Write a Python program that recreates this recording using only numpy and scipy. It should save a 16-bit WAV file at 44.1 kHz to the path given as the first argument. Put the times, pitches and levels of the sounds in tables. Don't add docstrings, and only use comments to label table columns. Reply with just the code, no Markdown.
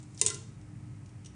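import sys
import numpy as np
from scipy import signal
from scipy.fft import irfft
from scipy.io import wavfile

SR = 44100
rng = np.random.default_rng(int(sys.argv[2]) if len(sys.argv) > 2 else 0)


def wav_out(sig):
    wavfile.write(sys.argv[1], SR, np.round(np.clip(np.atleast_2d(sig).T, -1, 1) * 32767).astype(np.int16))


N = 59535
T = np.arange(N) / SR


def from_db(db):
    return 10 ** (np.asarray(db) / 20)


def rms_one(x):
    return x / np.sqrt(np.mean(x ** 2) + 1e-20)


def at_hz(points, hz):
    f, value = np.transpose(points)
    return np.interp(np.log(np.maximum(hz, 1)), np.log(f), value)


def noise(spectrum, focus_hz=1, focus_db=0):
    focus_width_hz = 900
    hz = np.arange(N // 2 + 1) * SR / N
    hump = np.exp(-.5 * ((hz - focus_hz) / focus_width_hz) ** 2)
    level = from_db(at_hz(spectrum, hz) + focus_db * hump)
    phases = np.exp(2j * np.pi * rng.random(len(hz)))
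    return rms_one(irfft(level * phases, N))


def drift(rate_hz):
    r = np.exp(-2 * np.pi * rate_hz / SR)
    white = rng.standard_normal(2 * N)
    smooth = signal.lfilter([1], [1, -2 * r, r * r], white)
    return rms_one(smooth[N:])


def click(s):
    return (np.arange(N) == int(s * SR)) + 1e-18


def ring(clicks, hz, t60):
    r = from_db(-60 / (t60 * SR))
    w = 2 * np.pi * hz / SR
    return signal.lfilter([0, np.sin(w)], [1, -2 * r * np.cos(w), r * r], clicks)


def struck(modes, times, levels_db):
    mode_spread_db = 2
    spread = mode_spread_db * rng.standard_normal((len(times), len(modes)))
    gains = from_db(levels_db[:, None] + spread)
    out = np.zeros(N)
    for k, (hz, db, t60) in enumerate(modes):
        clicks = np.zeros(N) + 1e-18
        clicks[(times * SR).astype(int)] = gains[:, k]
        sign = (-1) ** k
        out += sign * from_db(db) * ring(clicks, hz, t60)
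    return out


def burst(s, db, t60):
    rise_s, grain_db, grain_hz = 0.00052, 2, 786
    age = np.maximum(T - s, 0)
    rise = 1 - np.exp(-age / rise_s)
    fall = from_db(-60 * age / t60)
    grain = rms_one(from_db(grain_db * drift(grain_hz)))
    return from_db(db) * rise * fall * grain


# f/Hz, relative level/dB (per Hz)
FAN_COLOUR = [(25, -40.5), (38, -24), (52, -9), (72, -12), (102, -0.5), (135, 0), (165, -7.5), (240, -15),
              (310, -20), (470, -30.5), (800, -31), (1400, -36), (2200, -35.5), (3600, -46), (7500, -42.5),
              (9800, -43), (10300, -63), (10700, -77.5)]
# f/Hz, level/dB (rms)
MOTOR_TONES = [(100, -52.5), (119, -56), (191, -62), (237, -71), (301, -62), (394, -77), (797, -83),
               (1278, -79.5)]
# t/s, level/dB
DEEP_SWELL = [(0.0, -1), (0.45, -1.5), (0.72, 0), (0.86, 3), (1.0, -1.5), (1.35, -0.5)]


def fan():
    air_db, rumble_top_hz = -47.5, 165.2
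    waver_depth, waver_hz = 0.47, 6.8
    out = from_db(air_db) * noise(FAN_COLOUR)
    for hz, db in MOTOR_TONES:
        waver = 1 + waver_depth * (drift(waver_hz) + 1j * drift(waver_hz))
        turning = np.exp(2j * np.pi * (hz * T + rng.random()))
        out += from_db(db) * rms_one(np.real(waver * turning))
    low_pass = signal.butter(2, rumble_top_hz, fs=SR, output="sos")
    deep = signal.sosfiltfilt(low_pass, out)
    swell = from_db(np.interp(T, *np.transpose(DEEP_SWELL)))
    return out + deep * (swell - 1)


# t/s, level/dB
SLIDE = [(0.0, -62.5), (0.07, -73.5), (0.165, -65), (0.186, -56.5), (0.199, -48.5), (0.213, -56)]
# f/Hz, relative level/dB (per Hz)
TIP_COLOUR = [(200, -34), (380, -12), (520, -18), (700, -17.5), (1400, -26), (2200, -14.5), (3500, -9),
              (5000, -6.5), (6500, -2.5), (8500, -3.5), (9700, -9), (10200, -20), (10900, -40)]


def scrape():
    s, db = np.transpose(SLIDE)
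    level = from_db(np.interp(T, s, db)) * (T < s[-1])
    grip = from_db(3 * drift(rate_hz=300))
    return level * rms_one(grip * noise(TIP_COLOUR))


def tick(s, db, hz):
    resonance_width_hz = 2160
    t60 = np.log(1000) / (np.pi * resonance_width_hz)
    pulse = click(s)
    for _ in range(3):
        pulse = ring(pulse, hz, t60)
    return from_db(db) * pulse / np.abs(pulse).max()


# t/s, tick level/dB, tick centre f/Hz, rattle level/dB, rattle t60/s,
# arms' ring level/dB
TIP_CONTACTS = [ (0.029, -57.5, 8200, -53.5, 0.041, -56), (0.1468, -46.5, 7800, -53.5, 0.023, -52),
                (0.1770, -37.5, 5600, -51.5, 0.038, -41), (0.2139, -7.5, 7624, -15.5, 0.03, -6),
                (0.2514, -33, 6840, -30, 0.019, -22), (0.2631, -12.5, 7680, -22.5, 0.088, -10),
                (0.2812, -30, 7380, -34, 0.054, -21), (0.3022, -22, 6040, -32, 0.027, -22),
                (0.344, -39, 6300, -40, .05, -27.5)]
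# f/Hz, relative level/dB, t60/s (time to fall 60 dB)
ARM_MODES = [(349.4, -37.5, 0.142), (408.1, -29, .11), (448.8, -42.5, .16), (925, -45, .1),
             (1034, -35.5, 0.11), (2038, -37.5, 0.1), (2763, -34.5, 0.078), (2930, -42.5, 0.046),
             (3655, -32.5, 0.11), (3760, -39, 0.23), (4290, -32.5, .05), (6120, -32, .12), (6630, -26, .06),
             (6854, -38.5, .11), (7130, -22.5, 0.022), (7800, -30, .04), (7820, -32, 0.085),
             (8700, -13, 0.031), (9180, -28, 0.14), (9550, -16, 0.045)]


def tongs():
    times, *_, arms_db = np.transpose(TIP_CONTACTS)
    out = struck(ARM_MODES, times, arms_db)
    for s, tick_db, hz, rattle_db, t60, _ in TIP_CONTACTS:
        rattle = burst(s, rattle_db, t60) * noise(TIP_COLOUR, hz, focus_db=5)
        out += tick(s, tick_db, hz) + rattle
    return out


# t/s, relative level/dB
PLATE_KNOCKS = [(0.2835, -16), (0.3023, -9.5)]
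# f/Hz, relative level/dB, t60/s
CHINA_MODES = [(1358, -36.5, 0.053), (1398, -39, 0.11), (1565, -40.5, 0.023), (2013, -36, 0.091),
               (3350, -44.5, 0.12), (4280, -43, 0.11)]
# f/Hz, relative level/dB (per Hz)
CLANK_COLOUR = [(600, -38), (1100, -1), (1400, 2), (2000, 2), (2500, -8.5), (3300, 6.5), (5000, -12),
                (9000, -33)]


def plate():
    clank_db, clank_t60_s = -36.5, 0.085
    shape = sum(burst(s, db + clank_db, clank_t60_s) for s, db in PLATE_KNOCKS)
    clank = shape * noise(CLANK_COLOUR)
    return clank + struck(CHINA_MODES, *np.transpose(PLATE_KNOCKS))


# t/s, level/dB, t60/s
HINGE_SLIPS = [(0.613, -57, 0.033), (1.06, -59.5, 0.048), (1.0910, -55.5, 0.029), (1.2469, -47, 0.031),
               (1.2589, -45.5, 0.06)]
# f/Hz, relative level/dB (per Hz)
HINGE_COLOUR = [(1500, -35), (2400, -17.5), (2850, -3.5), (3400, -10), (4400, -6.5), (5100, -8),
                (5900, 3.5), (6700, -2), (7400, -9), (8200, -2.5), (9700, -8.5), (10500, -41)]


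def hinge():
    return sum(burst(*row) for row in HINGE_SLIPS) * noise(HINGE_COLOUR)


# f/Hz, t60/s
ECHO_T60 = [(300, .6), (1200, 0.38), (4000, 0.49), (9000, 0.38)]
# f/Hz, level/dB
ECHO_LEVEL = [(300, -0.5), (1200, -3.5), (4000, -8), (9000, -15.5)]


def kitchen(x):
    delay_s = 0.0039
    edges = np.geomspace(180, 11520, 7)
    response = np.zeros(N)
    for low, high in zip(edges, edges[1:]):
        hz = np.sqrt(low * high)
        fall = from_db(-60 * T / at_hz(ECHO_T60, hz)) * (T > delay_s)
        tail = rms_one(rng.standard_normal(N) * fall) / np.sqrt(N)
        octave = signal.butter(2, [low, high], "band", fs=SR, output="sos")
        response += from_db(at_hz(ECHO_LEVEL, hz)) * signal.sosfilt(octave, tail)
    return signal.fftconvolve(x, response)[:N]


def scene():
    air = fan()
    near = tongs() + plate() + hinge() + scrape()
    return (near + kitchen(near) + air)[None]


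def record(dry):
    cutoff_hz = 10900
    taps = signal.firwin(255, cutoff_hz, window=("kaiser", 7), fs=SR)
    return signal.fftconvolve(dry, taps[None], mode="same")


dry = scene()
out = record(dry)
wav_out(out)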